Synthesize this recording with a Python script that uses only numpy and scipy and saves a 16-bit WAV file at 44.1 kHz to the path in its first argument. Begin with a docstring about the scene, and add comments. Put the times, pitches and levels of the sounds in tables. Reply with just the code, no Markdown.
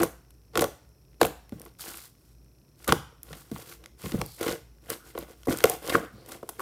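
"""Soft clay slime, poked, stretched and kneaded by hand on a table, close up in a small room.
Trapped air pockets burst with sticky snaps and short pops that fall in pitch as the hole relaxes.
The slime squelches and fizzes as it peels from skin and table top; presses thud, air hisses through folds.
The table colours the sound and the room echoes it, over a faint hum and a very quiet, even tick."""
import sys
import numpy as np
from scipy import signal
from scipy.fft import rfft, irfft
from scipy.io import wavfile
from scipy.ndimage import uniform_filter1d

SR = 44100
rng = np.random.default_rng(int(sys.argv[2]) if len(sys.argv) > 2 else 0)


def materialize(psi):
    """Save the field psi as 16-bit PCM at rate SR to the path in sys.argv[1].

    A 1-D psi becomes a single channel; in a 2-D psi each row is a channel.
    """
    bounded = np.clip(np.atleast_2d(psi).T, -1, 1)
    quanta = np.round(bounded * 32767).astype(np.int16)
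    wavfile.write(sys.argv[1], SR, quanta)


N = 291501

# Bursting air pockets. Each row: start in seconds, pop level in dB, final pitch in Hz, fall in octaves,
# skin snap level in dB, snap brightness in dB, snap length in seconds.
AIR_POCKETS = [(0.001, -19, 283, 1.32, -38, -27.5, 0.0093), (0.0315, -17.5, 957, 1.28, -25.5, 10.5, 0.0057),
               (0.555, -23, 330, 2.7, -28, -14.5, 0.0037), (0.5739, -15.5, 600, 1.22, -23.5, -2.5, 0.005),
               (0.5805, -20, 318, 0.88, -44, -2.5, .004), (0.5936, -27, 340, 2.2, -23, -13, 0.0025),
               (0.6205, -15.5, 463, 2.1, -26.5, -2, 0.0043), (0.642, -19.5, 370, 2.1, -25.5, 0, 0.002),
               (1.2135, -12, 416, 1.87, -18.5, -6.5, 0.0033), (1.2175, -12.5, 311, 1.09, -46, -2, .003),
               (1.2301, -21, 380, 2.08, -20.5, -11.5, 0.002), (1.25, -20, 513, 1.34, -23.5, -10.5, 0.0016),
               (1.255, -26.5, 407, 1.2, -28.5, 14.5, .0024), (1.522, -28.5, 165, 1.19, -52, -12, 0.0025),
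               (1.662, -43, 680, 1.3, -51.5, -10.5, 0.0024), (2.882, -23, 275, 2.6, -32, 12.5, 0.0035),
               (2.8888, -32, 322, 2.5, -28.5, -17.5, 0.013), (2.9224, -10, 660, 1.57, -16, -7.5, 0.0029),
               (3.123, -48.5, 330, 2.1, -64, -26, 0.0026), (3.5142, -26.5, 191, 1.09, -46, 1, 0.0053),
               (3.5612, -33.5, 870, 0.63, -46, -21.5, 0.0034), (4.0393, -31, 220, 2.1, -50, -14, 0.0043),
               (4.058, -29.5, 313, 1.55, -41, -15.5, 0.0089), (4.119, -31, 294, 0.85, -36.5, -10, 0.0044),
               (4.14, -17.5, 202, 0.23, -57, -6, .004), (4.2151, -20.5, 803, 0.85, -24.5, -7.5, 0.0016),
               (4.41, -21.5, 373, 0.48, -38, -6, 0.0081), (4.463, -27, 427, 0.38, -36, -15, 0.0037),
               (4.9015, -31, 397, 0.68, -22, 8, 0.0015), (5.151, -30, 323, 1.4, -47, -23, .004),
               (5.1767, -20.5, 325, 1.894, -39, -11.5, 0.004), (5.471, -21.5, 282, 1.49, -43.5, 9, .005),
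               (5.483, -13, 238, 1, -46, 0, .004), (5.503, -17, 272, .9, -46, 6, .004),
               (5.521, -23.5, 310, 1.12, -44, -2, .004), (5.6397, -8.5, 380.4, 2.134, -13, -9, 0.0027),
               (5.655, -12.5, 338, 0.98, -27, -1, 0.0027), (5.697, -26, 340, 0.72, -20, 17, 0.0023),
               (5.876, -42, 443, 1.64, -33.5, -1, 0.0027), (5.8956, -26, 347, 1.32, -27.5, -10, 0.0072),
               (5.95, -11.5, 1590, 0.14, -30.5, -19, .004), (5.953, -12, 1150, 0.3, -42, -4, 0.0035),
               (6.429, -29, 340, 1.66, -55, 0, 0.004), (6.4903, -29.5, 698, 1.02, -33.5, 9, 0.0058),
               (6.595, -24, 954, 1.1, -41, 17, 0.0026), (6.6027, -27, 1010, 0.59, -44, 7, 0.0034)]
# Sticky films with no air behind them.
# Each row: start in seconds, level in dB, brightness in dB, length in seconds.
FILM_SNAPS = [(0.306, -52.5, 4.5, 0.0025), (0.6083, -27, 8, 0.0053), (0.6153, -33, 6, 0.0081),
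              (1.266, -34, 7, .0027), (1.494, -46.5, 0, 0.001), (1.5973, -42, 11, 0.0013),
              (1.617, -38.5, 7, 0.0012), (1.652, -44, 15, .0017), (1.973, -39, 19, 0.0017),
              (2.039, -49, -2, 0.0019), (2.8433, -42, -2.5, 0.0039), (2.8775, -27.5, 3, .005),
              (3.2315, -34, 17.5, .0013), (3.3294, -38.5, -11, 0.0034), (3.724, -45, -16, 0.003),
              (3.8387, -48, -12, 0.004), (3.8596, -36.5, -5.5, 0.00088), (4.2621, -34, 22.5, 0.0012),
              (4.429, -31.5, -4.5, 0.006), (4.479, -31, -16, 0.007), (4.785, -62, -24, 0.0011),
              (5.188, -34.5, 19, 0.0023), (5.433, -46, -7, 0.0015), (5.454, -51.5, -1, 0.0088),
              (5.525, -31, -5.5, 0.0047), (5.573, -26, 5, 0.00073), (5.586, -31.5, 1, 0.0028),
              (5.6043, -31.5, -9, 0.0024), (6.261, -47, 3, 0.0021), (6.287, -46.5, 17, 0.0077),
              (6.3177, -43, 0, 0.015)]
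# Squeezes and peels. Each row: start in seconds, end in seconds, squelch level in dB, fizz level in dB.
HAND_STROKES = [(-0.03, 0.032, -24.5, -41.5), (0.527, 0.643, -29, -50.5), (1.196, 1.254, -30.5, -43.5),
                (1.52, 1.679, -53, -65), (1.784, 1.821, -60.5, -41.5), (1.813, 1.906, -49.5, -43.5),
                (1.89, 1.984, -58.5, -47.5), (1.953, 2.06, -70, -51.5), (2.1, 2.33, -92, -70),
                (2.762, 2.87, -62, -58.5), (2.872, 2.903, -27, -42.5), (3.223, 3.362, -52, -57),
                (3.33, 3.414, -64, -54.5), (3.396, 3.51, -67, -64), (3.516, 3.623, -51.5, -51),
                (3.632, 3.732, -56, -50), (3.765, 3.868, -59, -72.5), (3.971, 4.103, -52, -47),
                (4.084, 4.18, -45, -55), (4.174, 4.214, -36.5, -54), (4.186, 4.403, -94, -53),
                (4.374, 4.525, -33, -41), (4.8, 4.916, -58.5, -61.5), (4.881, 4.928, -38, -41.5),
                (5.024, 5.104, -58, -56), (5.13, 5.228, -44, -55), (5.256, 5.32, -51.5, -59),
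                (5.324, 5.452, -72, -66), (5.476, 5.527, -32, -40), (5.52, 5.64, -46, -50.5),
                (5.6, 5.738, -39.5, -43), (5.803, 5.95, -36, -42), (5.914, 5.956, -25.5, -40.5),
                (5.94, 6.052, -40, -58.5), (6.1, 6.257, -54.5, -69), (6.246, 6.355, -44.5, -53),
                (6.36, 6.593, -59.5, -65), (6.584, 6.618, -40, -47.5)]
# Fingers pressing the lump against the table. Each row: start in seconds, relative level in dB.
PRESSES = [(0.010, -29), (0.565, -25), (1.216, -22), (1.519, -32.5), (2.885, -16), (2.925, -32),
           (2.961, -43), (3.305, -36.5), (3.516, -29), (4.035, -24.5), (4.130, -20), (4.184, -25.5),
           (4.467, -28), (5.178, -35.5), (5.482, -24), (5.946, -27), (6.120, -36.5)]
# Air forced through folds.
# Each row: middle in seconds, quarter of the length in seconds, pitch in Hz, level in dB.
FOLD_LEAKS = [(2.89, 0.011, 1150, -32), (4.297, 0.086, 4430, -58.5), (5.029, 0.026, 1330, -63),
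              (5.491, 0.0089, 2030, -44.5), (5.700, .050, 730, -35), (5.942, 0.012, 1750, -34),
              (6.082, .015, 1740, -58), (6.208, 0.056, 4280, -65)]
# Layer spectra. Each row: frequency in Hz, gain in dB.
SNAP_SPECTRUM = [(300, -7.5), (900, 1.5), (1600, -0.5), (3500, 3), (6000, 1), (10000, 3.5), (14500, 2),
                 (16500, -23.5)]
SQUELCH_SPECTRUM = [(40, -20), (80, -9), (150, -5.5), (250, -3.5), (340, 5.5), (480, 3), (750, -4.5),
                    (1100, -14), (2000, -43.5)]
CRACKLE_SPECTRUM = [(400, -18), (800, 4.5), (1200, -1), (2000, -3.5), (3200, -2), (5000, -20),
                    (9000, -49.5)]
FIZZ_SPECTRUM = [(1800, -35.5), (3200, -8), (4500, -2), (6300, -5), (8000, -2.5), (11000, -2.5),
                 (14500, -3), (15500, -8.5), (16200, -36)]
THUD_SPECTRUM = [(25, -38), (45, -4), (65, 1), (100, -6), (145, 6.5), (200, 0.5), (300, -12.5), (600, -38)]
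HUM_SPECTRUM = [(25, -18), (42, -17.5), (56, 16), (85, -8), (120, 3.5), (200, -8), (350, -8.5),
                (800, -22.5), (2800, -35), (4600, -35.5), (5500, -19.5), (6600, -35.5), (13000, -28.5),
                (16000, -38)]
# Table-top peaks and dips. Each row: centre in Hz, width in Hz, gain in dB.
TABLE_BANDS = [(264, 25, 0.5), (302.8, 6.1, -11), (340, 81, 5), (390, 57, -11.5), (452, 54, 4.5),
               (628, 30, -9.5), (869, 110, -6.5), (1109, 94, 5), (1445, 210, 7), (2060, 200, 4.5)]
# Room echo. Each row: frequency in Hz, gain in dB, T60 in seconds.
ECHO_BANDS = [(107.3, -10.5, 0.41), (250, -19, 0.15), (600, -16, 0.3), (1065, -16, 0.49), (1700, -15, 0.51),
              (4000, -16, 0.49), (8900, -11.5, 0.36), (14900, -13.5, 0.31)]
# Rings of the background tick. Each row: pitch in Hz, width in Hz, gain in dB.
TICK_MODES = [(2530, 310, -33), (4250, 490, -35)]


def pops(cycles_to_swell=1.05, tail=0.13, tail_swells=5.1, overtone=0.26, overtone_ratio=2.153):
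    """Each pocket rings a few cycles, dropping in pitch as the hole relaxes; then the lump recoils."""
    out, t = np.zeros(N), np.arange(SR // 8) / SR
    flutter, waver = drift(rate_hz=900), drift(rate_hz=350)
    bursts = [row[:4] for row in AIR_POCKETS]
    recoils = [recoil(start_s, db, fall_oct) for start_s, db, _, fall_oct in bursts]
    for start_s, db, hz, fall_oct in bursts + recoils:
        age = t * hz / cycles_to_swell  # big, low pockets open more slowly
        # the ragged hole wavers more as it slackens
        wander = np.take(waver, round(start_s * SR) + np.arange(len(t)), mode="wrap")
        wobble_oct = 0.16 * np.tanh(age / 2) * wander
        phase = 2 * np.pi * np.cumsum(hz * 2 ** (fall_oct * np.exp(-age) + wobble_oct)) / SR
        swell = age * np.exp(1 - age)
        pulse = swell * np.exp(-0.12 * (age - 1) ** 2)
        after_ring = (1 - np.exp(-age)) * np.exp(-age / tail_swells)
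        envelope = (1 - tail) * pulse + tail * after_ring
        # wide tears add an overtone
        upper = overtone * fall_oct / 2 * swell * np.sin(overtone_ratio * phase)
        add(out, start_s, from_db(db) * envelope * (np.sin(phase) + upper))
    return out * (1 + 0.61 * flutter)


def recoil(pop_s, pop_db, pop_fall_oct, delay_s=0.0036, hz=342.8, fall_oct=0.9, hard_pop_db=-11.5):
    """Pop row for the lump springing back; gentle bursts and pockets that open less kick less."""
    loss_db = 4 * max(2 - pop_fall_oct, 0)
    db = -14 + 1.2 * (pop_db - hard_pop_db) - loss_db
    return pop_s + delay_s, db, hz, fall_oct


def snaps(uneven_db=7.5, dull_hz=3500, pivot_hz=5500, base_ring_hz=6400, bright_db_per_oct=13.5):
    """A film or pocket skin tears in milliseconds: a dying burst of micro-clicks with one broad ring."""
    size = 1024
    out, t = np.zeros(N), np.arange(size) / SR
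    pole = np.exp(-2 * np.pi * dull_hz / SR)
    skins = [(row[0], *row[4:]) for row in AIR_POCKETS]
    for start_s, db, bright_db, length_s in skins + FILM_SNAPS:
        white, sizes = rng.standard_normal((2, size))
        age = t / length_s
        burst = white * from_db(uneven_db * sizes) * (1 - np.exp(-age / 0.05)) * np.exp(-1.1 * age)
        dull = signal.lfilter([1 - pole], [1, -pole], burst)
        burst = dull + (burst - dull) * np.exp(-0.5 * age)  # treble dies first
        # thin films snap brighter and ring higher
        tilted = [(hz, gain_db + bright_db * np.clip(np.log2(hz / pivot_hz) / 2, -0.6, 0.6))
                  for hz, gain_db in SNAP_SPECTRUM]
        burst = colour(burst, tilted, size=512)
        ring_hz = np.clip(base_ring_hz * 2 ** (bright_db / bright_db_per_oct), 1900, 13700)
        burst = burst + 0.33 * resonance(burst, ring_hz, width_hz=700 + ring_hz / 7)
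        add(out, start_s, from_db(db) * rms_one(burst) * np.sqrt(length_s * SR / size))
    return out


def kneading(swell_share=0.59, release_s=0.024, crackle_trim_db=-2.5):
    """Pressure builds and lets go: big pockets squelch, small ones crackle, peeling skin fizzes."""
    t, power = np.arange(N) / SR, np.zeros((3, N))
    for start_s, end_s, squelch_db, fizz_db in HAND_STROKES:
        span = slice(max(round(start_s * SR), 0), round((end_s + 0.25) * SR))
        swell = np.clip((t[span] - start_s) / (swell_share * max(end_s - start_s, 0.01)), 0, 1)
        release = np.exp(-np.maximum(t[span] - end_s, 0) / release_s)
        crackle_db = squelch_db + 0.65 * (fizz_db - squelch_db) + crackle_trim_db
        power[:, span] += (from_db([squelch_db, crackle_db, fizz_db])[:, None] * swell * release) ** 2
    squelch_gain, crackle_gain, fizz_gain = np.sqrt(power)
    squelch = colour(grains(per_s=570, spread_db=1, clump_db=7, clump_hz=160, hiss=0.21),
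                     SQUELCH_SPECTRUM)
    crackle = colour(grains(per_s=850, spread_db=4, clump_db=3, clump_hz=180, hiss=0.45),
                     CRACKLE_SPECTRUM)
    fizz = colour(grains(per_s=2800, spread_db=4.5, clump_db=2.5, clump_hz=250, hiss=0.6),
                  FIZZ_SPECTRUM)
    bubbles = tiny_bubbles(per_s=170, q=7.9, low_hz=800, high_hz=7000, pitch_count=16)
    crackle = rms_one(crackle) + 0.6 * bubbles
    return squelch_gain * rms_one(squelch) + crackle_gain * rms_one(crackle) + fizz_gain * rms_one(fizz)


def grains(per_s, spread_db, clump_db, clump_hz, hiss):
    """Tiny uneven ruptures in clumps over a hiss, levelled over 30 ms."""
    sizes = uneven_sizes(spread_db) * rng.choice([-1, 1], N)
    clicks = rms_one(sizes * (rng.random(N) < per_s / SR)) + hiss * rng.standard_normal(N)
    clicks = clicks * from_db(clump_db * drift(clump_hz))
    return clicks / np.sqrt(uniform_filter1d(clicks ** 2, size=1323) + 1e-9)


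def tiny_bubbles(per_s, q, low_hz, high_hz, pitch_count):
    """Pinhead bubbles burst at random, each ringing briefly at one of a set of pitches."""
    kicks = uneven_sizes(spread_db=4) * (rng.random(N) < per_s / SR)
    pitch_index = rng.integers(0, pitch_count, N)
    rings = (resonance(kicks * (pitch_index == k), hz, hz / q) / np.sqrt(hz)
             for k, hz in enumerate(np.geomspace(low_hz, high_hz, pitch_count)))
    return rms_one(sum(rings))


def thuds(gain_db=-10.5, swell_s=0.019):
    """Each finger press gives a dull rumble that swells and dies."""
    force, age = np.zeros(N), np.arange(SR // 2) / SR / swell_s
    for start_s, db in PRESSES:
        add(force, start_s, from_db(db) * age * np.exp(1 - age))
    rumble = colour(rng.standard_normal(N), THUD_SPECTRUM)
    running_rms = np.sqrt(uniform_filter1d(rumble ** 2, size=1764) + 1e-12)
    return from_db(gain_db) * force * rumble / running_rms


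def leaks(q=3.8):
    """Air leaves a fold as a brief, narrow hiss, pitched by the size of the gap."""
    out = np.zeros(N)
    for middle_s, quarter_s, hz, db in FOLD_LEAKS:
        window = np.hanning(round(4 * quarter_s * SR))
        noise = rng.standard_normal(SR)[:len(window)]
        hiss = resonance(resonance(noise, hz, hz / q), hz, hz / q)
        add(out, middle_s - 2 * quarter_s, from_db(db) * window * rms_one(hiss))
    return out


def surface_ticks(gain_db=-83):
    """Tiny surface bubbles tick faintly throughout."""
    bubbles = tiny_bubbles(per_s=45, q=2, low_hz=2000, high_hz=9000, pitch_count=8)
    return from_db(gain_db) * colour(bubbles, SNAP_SPECTRUM)


def table_top(x):
    """The table top and its reflections impose a chain of peaks and dips."""
    for hz, width_hz, db in TABLE_BANDS:
        height, half_width = np.sqrt(from_db(db)), np.pi * width_hz / SR
        tuning = -2 * np.cos(2 * np.pi * hz / SR)
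        b = [1 + half_width * height, tuning, 1 - half_width * height]
        a = [1 + half_width / height, tuning, 1 - half_width / height]
        x = signal.lfilter(b, a, x + 1e-18)
    return x


def room_echo(x, build_s=0.0096, band_count=9):
    """Diffuse echo: builds quickly, dies away band by band."""
    t, response = np.arange(SR // 2) / SR, 0
    build = 1 - np.exp(-(t / build_s) ** 2)
    edges_hz = np.geomspace(50, 17000, band_count + 1)
    for low_hz, high_hz in zip(edges_hz, edges_hz[1:]):
        hz = np.sqrt(low_hz * high_hz)
        db, t60_s = at_hz(ECHO_BANDS, hz), at_hz(ECHO_BANDS, hz, column=2)
        bandpass = signal.butter(2, [low_hz, high_hz], "band", fs=SR, output="sos")
        band = signal.sosfilt(bandpass, rng.standard_normal(len(t))) * build * from_db(-60 * t / t60_s)
        to_unity = np.sqrt(2 * (high_hz - low_hz) / SR / np.sum(band ** 2))
        response = response + from_db(db) * to_unity * band
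    return signal.fftconvolve(x, response)[:N]


def room_hum(level_db=-56.5):
    """Faint, steady noise, strongest in the bass."""
    return from_db(level_db) * rms_one(colour(rng.standard_normal(N), HUM_SPECTRUM, size=16384))


def even_ticks(per_s=30, first_s=0.016):
    """A very quiet, regular tick ringing at two pitches."""
    clicks = np.diff(np.floor((np.arange(N + 1) / SR - first_s) * per_s))
    return sum(from_db(db) * resonance(resonance(clicks, hz, width_hz), hz, width_hz)
               for hz, width_hz, db in TICK_MODES)


def from_db(db):
    """Decibels to gain."""
    return 10 ** (np.asarray(db) / 20)


def rms_one(x):
    """Scale to rms 1."""
    return x / np.sqrt(np.mean(x ** 2) + 1e-20)


def at_hz(rows, hz, column=1):
    """Read a table column on a log-frequency axis."""
    rows = np.array(rows)
    return np.interp(np.log(np.maximum(hz, 1)), np.log(rows[:, 0]), rows[:, column])


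def add(out, start_s, sound):
    """Mix a sound in at start_s."""
    i = max(round(start_s * SR), 0)
    out[i:i + len(sound)] += sound[:max(N - i, 0)]


def colour(x, spectrum, size=4096):
    """Minimum-phase filter with the given spectrum."""
    cepstrum = irfft(np.log(from_db(at_hz(spectrum, np.fft.rfftfreq(size, 1 / SR)))))
    cepstrum[1:size // 2] *= 2
    cepstrum[size // 2 + 1:] = 0
    return signal.fftconvolve(x, irfft(np.exp(rfft(cepstrum))))[:len(x)]


def resonance(x, hz, width_hz):
    """Two-pole resonance, peak gain 1."""
    r = np.exp(-np.pi * width_hz / SR)
    b = np.array([1, 0, -1]) * (1 - r * r) / 2
    return signal.lfilter(b, [1, -2 * r * np.cos(2 * np.pi * hz / SR), r * r], x + 1e-18)


def drift(rate_hz):
    """Random wander between unit-spread knots."""
    return np.interp(np.arange(N) * rate_hz / SR, np.arange(N), rng.standard_normal(N))


def uneven_sizes(spread_db):
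    """Random gains: mostly small, a few large."""
    return from_db(spread_db * np.minimum(rng.exponential(1, N), 3))


def scene(via_table_share=0.6):
    """Slime, echo and background, mono; only part of the sound reaches the room via the table."""
    slime = pops() + snaps() + kneading() + thuds() + leaks() + surface_ticks()
    near = table_top(slime)
    echo = room_echo(slime + via_table_share * (near - slime))
    return (near + echo + room_hum() + even_ticks())[None]


def record(dry):
    """The microphone drops the deepest bass, clips at full scale and cuts the top."""
    bass_cut_hz, stopband_hz = 40, 16900
    highpass = signal.butter(3, bass_cut_hz, "high", fs=SR, output="sos")
    lowpass = signal.cheby2(16, 60, stopband_hz, fs=SR, output="sos")
    return signal.sosfilt(lowpass, np.clip(signal.sosfilt(highpass, dry), -1, 1))


dry = scene()
out = record(dry)
materialize(out)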